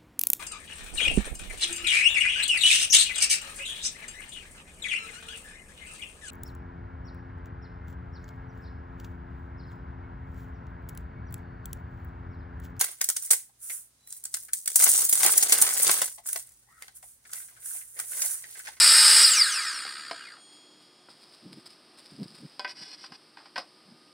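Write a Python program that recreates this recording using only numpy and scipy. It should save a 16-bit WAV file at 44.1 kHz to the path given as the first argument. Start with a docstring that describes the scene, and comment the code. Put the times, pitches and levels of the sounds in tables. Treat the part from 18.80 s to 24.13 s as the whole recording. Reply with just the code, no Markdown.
"""A garden, one phone microphone, a few metres from a miter saw. Over faint hiss and far-off hum, the
teeth tear through the end of a board. At 0.4 s the brake bites: the motor's whine sweeps down, the
gears chatter and the freed blade rings on. The board is knocked twice as the saw squeaks to rest at
1.6 s. Shoes then scuff over dirt, with dull thumps. From 3.8 s the board is knocked and slid against
two posts, ringing in its wooden modes; a last soft thump falls at 5 s."""
import sys
import numpy as np
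from scipy import signal
from scipy.fft import rfft, irfft
from scipy.io import wavfile
from scipy.ndimage import uniform_filter1d

SR = 44100
rng = np.random.default_rng(int(sys.argv[2]) if len(sys.argv) > 2 else 0)


def unload_audio(sound):
    """Save the sound as a 16-bit wav file, at the path given as the first command line argument."""
    columns = np.transpose(np.atleast_2d(sound))
    # keep every value between -1 and 1, then stretch to whole-number steps
    steps = np.round(np.clip(columns, -1, 1) * 32767)
    wavfile.write(sys.argv[1], SR, steps.astype(np.int16))


N = 235169
TIME = np.arange(N) / SR
BRAKE_S, STOP_S = .428, 1.633  # the brake bites; the shaft comes to rest
TOP_HZ = 15750  # upper limit of the phone


def undb(db):
    """Decibels to gain."""
    return 10 ** (np.asarray(db) / 20)

def unit(x):
    """Scale to rms 1."""
    return x / np.sqrt(np.mean(x ** 2) + 1e-20)

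def ramp(start, length):
    """Rises from 0 to 1 and stays there."""
    return np.clip((TIME - start) / length, 0, 1)

def strokes(rows, edge_s):
    """Envelope of strokes (t/s, length/s, level/dB) that rise, hold and fall."""
    return sum(undb(db) * ramp(start, edge_s) * (1 - ramp(start + length - edge_s, edge_s))
               for start, length, db in rows)

def wander(per_s):
    """Random drift of rms 1 that takes a new direction per_s times a second."""
    hold = int(SR / per_s)
    return unit(uniform_filter1d(np.repeat(rng.standard_normal(N // hold + 1), hold), hold)[:N])

def phase_of(hz):
    """Running phase of a changing frequency, in radians."""
    return 2 * np.pi * np.cumsum(hz) / SR

def grains(spread_db):
    """Dense clicks of very unequal size."""
    noise = rng.standard_normal(N)
    sizes = np.minimum(rng.exponential(size=N // 16 + 1), 5)
    return unit(noise * undb(spread_db * np.repeat(sizes, 16)[:N]))

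def colour(x, points):
    """Minimum-phase filter through points (f/Hz, level/dB)."""
    hz, db = np.transpose(points)
    grid = np.linspace(1, SR / 2, 2049)
    cepstrum = irfft(np.log(undb(np.interp(np.log(grid), np.log(hz), db))))
    half = len(cepstrum) // 2
    cepstrum[1:half] *= 2
    cepstrum[half + 1:] = 0
    impulse = irfft(np.exp(rfft(cepstrum)))[:half]
    return signal.fftconvolve(x, impulse)[:len(x)]

def resonate(x, hz, width_hz):
    """One resonance, gain 1 at its centre."""
    return signal.lfilter(*signal.iirpeak(hz, hz / width_hz, fs=SR), x)

def yard(x, wet_db, decay_s):
    """Ground, house and fence return a short scatter of echoes to the microphone."""
    age = np.arange(SR // 6) / SR
    scatter = rng.standard_normal(len(age)) * np.exp(-age / decay_s) * (age > .002)
    echoes = signal.fftconvolve(x, scatter / np.linalg.norm(scatter))[:len(x)]
    wet = undb(wet_db)
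    return (x + wet * echoes) / np.sqrt(1 + wet ** 2)


# Open-air hiss at the microphone: f/Hz, relative level/dB
AIR_SPECTRUM = [(40, -38.5), (140, -2.5), (320, 2.5), (450, -2), (1200, -5.5), (2000, -9), (4200, -6.5),
                (5050, 1.5), (6400, -26), (7300, -24.5), (8600, -9.5), (11000, -24), (15500, -36)]
# Hum in the distance: f/Hz, level/dB
HUM_TONES = [(307, -70), (360, -70), (1228, -72.5)]
def garden():
    """Quiet outdoor hiss over a wavering far-off hum."""
    air = unit(colour(rng.standard_normal(N), AIR_SPECTRUM)) * undb(-59 + .6 * wander(5.5))
    hum = sum(undb(db + 2.5 * wander(8.3)) * np.sin(phase_of(hz + 4 * wander(23)))
              for hz, db in HUM_TONES)
    return air + hum

# The shaft sags in the wood and recovers: t/s, rotation f/Hz
SPEED_IN_CUT = [(0, 376), (.12, 383), (.31, 353), (.42, 379)]
def shaft_speed():
    """Turns per second, unbraked and actual: brake and air drag slow the shaft, friction stops it."""
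    brake_per_s, drag_per_turn, friction_s = 2.74, .0127, .12
    unbraked = np.interp(TIME, *np.transpose(SPEED_IN_CUT))
    left = np.exp(-brake_per_s * np.maximum(TIME - BRAKE_S, 0))
    drag = 1 + drag_per_turn * unbraked * (1 - left) / brake_per_s
    return unbraked, unbraked * left / drag * (1 - ramp(STOP_S - friction_s, friction_s))

def knee(speed, corner_hz):
    """1 at high speed, in proportion to the speed below the corner."""
    return speed / np.hypot(speed, corner_hz)

def chatter(speed):
    """Blade wobble and gear play pulse the sound, never quite evenly, deeper as the saw slows."""
    beat_hz, fast_depth, slow_depth, midway_hz = 64, .18, .8, 45
    phase = phase_of(beat_hz * (1 + .07 * wander(40)))
    depth = fast_depth + (slow_depth - fast_depth) / (1 + (speed / midway_hz) ** 4)
    return np.exp(depth * np.cos(phase)) / np.sqrt(np.i0(2 * depth))  # mean power stays 1

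# Rush of the teeth, a few metres off: f/Hz, relative level/dB
RUSH_SPECTRUM = [(70, -64), (160, -38), (500, -25.5), (900, -21), (1350, -5), (2500, -9.5), (3400, -9.5),
                 (4500, -3.5), (5100, 6), (5550, -7), (6100, -23), (7300, -9), (8350, 3), (9300, -5),
                 (10800, -11.5), (12200, -21.5), (14500, -30.5), (15400, -19), (15800, -31.5)]
# Blade resonances in the wood: f/Hz, width/Hz, relative level/dB
BITE_MODES = [(1380, 52, -10.5), (1920, 13.6, -11.5), (4056, 60, -3), (4943, 36, -14), (5585, 55, -20),
              (8350, 44, 2), (8440, 23, 1), (8860, 40, -10.5)]
def teeth(speed_share, load, beat):
    """Teeth tear fibres and air; while they bite, they ring the clamped blade."""
    tearing = unit(colour(grains(spread_db=1.3), RUSH_SPECTRUM))
    blows = rng.standard_normal(N)
    ringing = sum(undb(db) * unit(resonate(blows, hz, width)) for hz, width, db in BITE_MODES)
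    return speed_share ** 1.32 * beat * (undb(-14.5) * tearing + undb(-30.5) * load * ringing)

# Gear, fan, shaft and commutator tones: multiple of shaft speed, loaded gain/dB, braking gain/dB
MOTOR_ORDERS = [(2.45, -12, -30), (15.2, -20, -1), (18, -16, -30), (29, -6, -30), (36, -9, 0),
                (72, -40, -7), (107, -40, -9), (144, -40, -8)]
# Tone colour of the motor's whine at the microphone, brightest near 5 kHz: f/Hz, gain/dB
MOTOR_COLOUR = [(600, -28), (1400, -11), (2800, -11), (3700, -18), (4400, -5), (5050, 5), (5900, -7),
                (7000, -7), (8400, -8), (11000, -11), (14000, -22)]
def motor(speed, load):
    """The motor's tones sweep down with the shaft speed, roughened by the brushes."""
    shaft_angle = phase_of(speed * (1 + .011 * wander(600)))
    tones = np.zeros(N)
    for order, load_db, brake_db in MOTOR_ORDERS:
        hz = order * speed
        band = 1 / (1 + (hz / 8800) ** 10 + (1300 / (hz + 1)) ** 6)  # braking tones fade outside it
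        gain = load * undb(load_db) * (hz < TOP_HZ) + (1 - load) * undb(brake_db) * band
        tones += gain * undb(3 * wander(130)) * np.sin(order * shaft_angle)
    running = np.clip((speed - 24) / 12, 0, 1)
    return colour(tones * running, MOTOR_COLOUR) * undb(-12.5) * knee(speed, corner_hz=127) ** 1.7

# Gear rattle at the microphone: f/Hz, relative level/dB
RATTLE_SPECTRUM = [(100, -61.5), (250, -31.5), (800, -22.5), (1350, 5), (1750, 2), (2200, -6), (3700, -9),
                   (4800, 1), (5400, -19), (6100, -24), (9000, -32), (15000, -49.5)]
def gears(speed, beat):
    """Gear teeth work loose under the brake and rattle the housing."""
    rattle = unit(colour(grains(spread_db=2.2) * beat, RATTLE_SPECTRUM))
    looseness = ramp(BRAKE_S, .16)
    return undb(-31.5) * knee(speed, corner_hz=54.3) * looseness * rattle

# Modes of the free blade: f/Hz, shift/Hz per turn per second, turning gain/dB, resting gain/dB
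DISC_MODES = [(3290, 1.2, -11, -4), (4300, 1.2, -8.5, -9), (6950, 3, -2, -6.5), (8750, 4.2, 7, -6.5),
              (14390, 3.4, -3, -50)]
def blade(speed):
    """Spin splits each disc mode into two waves, which meet in one pure tone as the blade stops."""
    fade_db_per_s, rise_s, settle_s = 17, .073, .091
    since_free, since_stop = np.maximum(TIME - BRAKE_S, 0), np.maximum(TIME - STOP_S, 0)
    still = ramp(STOP_S - settle_s, settle_s)
    turning = undb(-36 - fade_db_per_s * since_free) * ramp(BRAKE_S, rise_s) * (1 - still)
    resting = undb(-55 - fade_db_per_s * since_stop) * still
    out = np.zeros(N)
    for hz, shift, spin_db, rest_db in DISC_MODES:
        extra_db_per_s = 23 * (hz / 10000) ** 2  # high modes die sooner
        for way in (-1, 1):
            wave = np.sin(phase_of(hz + way * shift * speed + 14 * wander(100)))
            out += undb(spin_db + 2 * way + 3 * wander(45) - extra_db_per_s * since_free) * turning * wave
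        tone = np.sqrt(2) * np.sin(2 * np.pi * hz * TIME)
        out += undb(rest_db - extra_db_per_s * since_stop + 1.1 * wander(12.16)) * resting * tone
    return out

# Modes of the board: f/Hz, relative level/dB, undamped t60/s
BOARD_MODES = [(246, -31, 0.02), (425, -33, 0.015), (591, -11.5, 0.19), (763, 2, 0.12), (988, 7, 0.07),
               (1536, 9, 0.055), (1690, -17, 0.11), (1955, -2.5, 0.12), (2114, -6.5, 0.11),
               (2498, 7.5, 0.063), (2960, 7, 0.047), (3410, 7.5, 0.048), (4280, -18, 0.059),
               (4780, 7, 0.035), (4900, 10, 0.083)]
def board_ring(age, freedom):
    """The struck board rings; a firm grip (freedom below 1) shortens and detunes its modes."""
    phases = rng.uniform(0, 2 * np.pi, len(BOARD_MODES))
    detunes = 1 + .1 * max(1 - freedom, 0) * rng.standard_normal(len(BOARD_MODES))
    ring = sum(undb(db - 60 * age / (t60 * freedom)) * np.sin(2 * np.pi * hz * detune * age + phase)
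               for (hz, db, t60), phase, detune in zip(BOARD_MODES, phases, detunes))
    return unit(ring * (1 - np.exp(-age / .0026)))

# Blows on the board: t/s, level/dB, favoured f/Hz, treble/dB, contact/s, ring time factor
BOARD_BLOWS = [(1.051, -48, 500, -1, 0.0055, 0.29), (1.311, -34.5, 760, -1, 0.0053, 0.34),
               (2.2856, -55, 1210, -20, 0.0027, .4), (3.7946, -34.5, 790, 3.5, 0.0038, 1.3),
               (3.8463, -32, 1540, -8, 0.0049, 1.05), (3.877, -45.5, 1310, 1, 0.0034, 0.62),
               (4.24, -47.5, 1360, -2, 0.012, 0.45), (4.32, -47.5, 1090, 1, 0.013, 0.47),
               (4.571, -47.5, 1170, 0, 0.057, 0.32), (4.656, -51.5, 1110, 3, 0.014, .6),
               (4.7586, -33.5, 1540, -3.5, 0.012, 0.79), (4.778, -32, 840, 2.5, 0.013, 0.5)]
# Crack of the contact at the microphone: f/Hz, relative level/dB
CRACK_SPECTRUM = [(100, -19), (300, -2.5), (1400, -5), (3700, -3.5), (5100, 9), (5700, -3.5), (6400, -21),
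                  (8500, -9.5), (13000, -30)]
def knocks():
    """Each blow cracks, rings the board and echoes round the garden."""
    out, age = np.zeros(N + SR), np.arange(SR // 3) / SR
    for start, db, favoured_hz, treble_db, contact_s, freedom in BOARD_BLOWS:
        contact = rng.standard_normal(len(age)) * np.exp(-age / contact_s)
        blow = unit(colour(contact, CRACK_SPECTRUM)) + undb(-4) * board_ring(age, freedom)
        # the place of contact favours some modes; a hard contact adds treble
        blow += 5.9 * resonate(blow, favoured_hz, width_hz=.79 * favoured_hz)
        blow = colour(blow, [(2000, 0), (4500, treble_db)])
        attack_rms = np.sqrt(np.mean(blow[:SR // 50] ** 2))
        at = int(start * SR)
        out[at:at + len(age)] += undb(db) * blow / attack_rms
    return yard(out[:N], wet_db=-7.5, decay_s=.026)

def squeak():
    """A broken, falling squeak ends the saw's run."""
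    start_s, length_s, db, start_hz, fall_hz_per_s = 1.33, .277, -50.5, 4060, 13000
    hz = (start_hz - fall_hz_per_s * (TIME - start_s)) * (1 + .0416 * wander(800))
    grip = np.abs(wander(60)) * strokes([(start_s, length_s, db)], edge_s=.043)
    return grip * np.sin(phase_of(hz))

def bursts(rows):
    """Envelope of rounded bursts (t/s, level/dB, length/s) with a quick rise."""
    power = np.zeros(N)
    for start, db, length in rows:
        progress = np.maximum(TIME - start, 0) / length
        power += (undb(db + 15) * progress * np.exp(-2.6 * progress ** 1.14)) ** 2
    return np.sqrt(power)

# Steps on the dirt: t/s, level/dB, length/s
FOOTSTEPS = [(1.715, -58.5, 0.067), (2., -59.5, 0.062), (2.29, -52.5, 0.038), (2.403, -56.5, 0.041),
             (2.514, -53.5, 0.041), (2.723, -47, 0.019), (2.855, -44, 0.021), (3.172, -50.5, 0.036),
             (3.256, -47.5, 0.0088), (3.43, -46.5, 0.014), (3.542, -47.5, 0.031)]
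# Trousers and soil during the walk: t/s, length/s, level/dB
WALK_RUSTLES = [(2.3, 0.45, -62.5), (3.15, .72, -61)]
# Grit underfoot, at the microphone: f/Hz, relative level/dB
GRIT_SPECTRUM = [(200, -15), (1200, -6.5), (3000, -7), (4400, 0.5), (5100, 8.5), (5600, -9), (6400, -21),
                 (7400, -13.5), (8600, -3), (10500, -14), (13000, -25), (15500, -23)]
def shoes():
    """Soles crush grit and dry soil, then drag a little; single crumbs tick over a soft rustle."""
    lag_s, drag_db, drag_s = .032, -10.5, .058
    drags = [(start + lag_s, db + drag_db, drag_s) for start, db, _ in FOOTSTEPS]
    grit = unit(colour(grains(spread_db=4), GRIT_SPECTRUM))
    return grit * np.hypot(bursts(FOOTSTEPS + drags), strokes(WALK_RUSTLES, edge_s=.094))

# Low thumps: t/s, length/s, level/dB
THUMP_STROKES = [(2.62, .19, -46.5), (3.315, 0.06, -46), (3.372, .095, -41.5), (3.475, 0.086, -54),
                 (3.575, 0.1, -48), (3.905, .15, -57), (4.298, 0.051, -54), (4.755, 0.051, -53),
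                 (5.04, 0.12, -55)]
# Their dull body at the microphone: f/Hz, relative level/dB
THUMP_SPECTRUM = [(40, -26), (90, -24), (140, 0.5), (220, 0), (320, -6.5), (450, -16.5), (700, -27),
                  (2000, -58)]
def thumps():
    """Dull thumps that flutter: heavy feet, timber set down, puffs of air."""
    flutter = unit(undb(4.5 * wander(70)))
    rumble = unit(colour(rng.standard_normal(N), THUMP_SPECTRUM))
    return rumble * flutter * strokes(THUMP_STROKES, edge_s=.024)

# Pushes of the board along a post: t/s, length/s, relative level/dB
BOARD_PUSHES = [(3.872, 0.066, -39), (3.945, 0.23, -44), (4.17, 0.12, -46.5), (4.325, 0.048, -43.5)]
# Scrape of the wood at the microphone: f/Hz, relative level/dB
SCRAPE_SPECTRUM = [(200, -31), (900, -10), (3600, -6), (5100, 6), (5650, 5.5), (6400, -24), (8500, -7),
                   (15500, -42)]
def slide():
    """Sawn wood sticks and slips along a post and sings in the board's modes."""
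    slips = grains(spread_db=1.6) * undb(2.2 * wander(120))
    body = sum(resonate(slips, hz, width_hz=29) for hz, _, _ in BOARD_MODES)
    scrape = unit(colour(slips + 3.4 * body, SCRAPE_SPECTRUM))
    return undb(-2) * strokes(BOARD_PUSHES, edge_s=.028) * scrape


def scene():
    """Saw, walk and board from a few metres away; both channels carry the one microphone."""
    unbraked, speed = shaft_speed()
    load = 1 - ramp(BRAKE_S - .01, .02)  # 1 while the teeth are in the wood
    beat = chatter(speed)
    machine = teeth(speed / unbraked, load, beat) + motor(speed, load) + gears(speed, beat) + squeak()
    saw = yard(machine, wet_db=-4, decay_s=.012) + blade(speed)
    return np.tile(garden() + saw + knocks() + shoes() + thumps() + slide(), (2, 1))

def record(dry):
    """The phone rounds the highest peaks, thins the deep bass and cuts the top."""
    rounded = np.tanh(1.174 * dry) / 1.142
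    thinned = signal.sosfilt(signal.butter(3, 85, "high", fs=SR, output="sos"), rounded)
    return signal.sosfilt(signal.ellip(10, .2, 80, TOP_HZ, fs=SR, output="sos"), thinned)


dry = scene()
out = record(dry)
unload_audio(out)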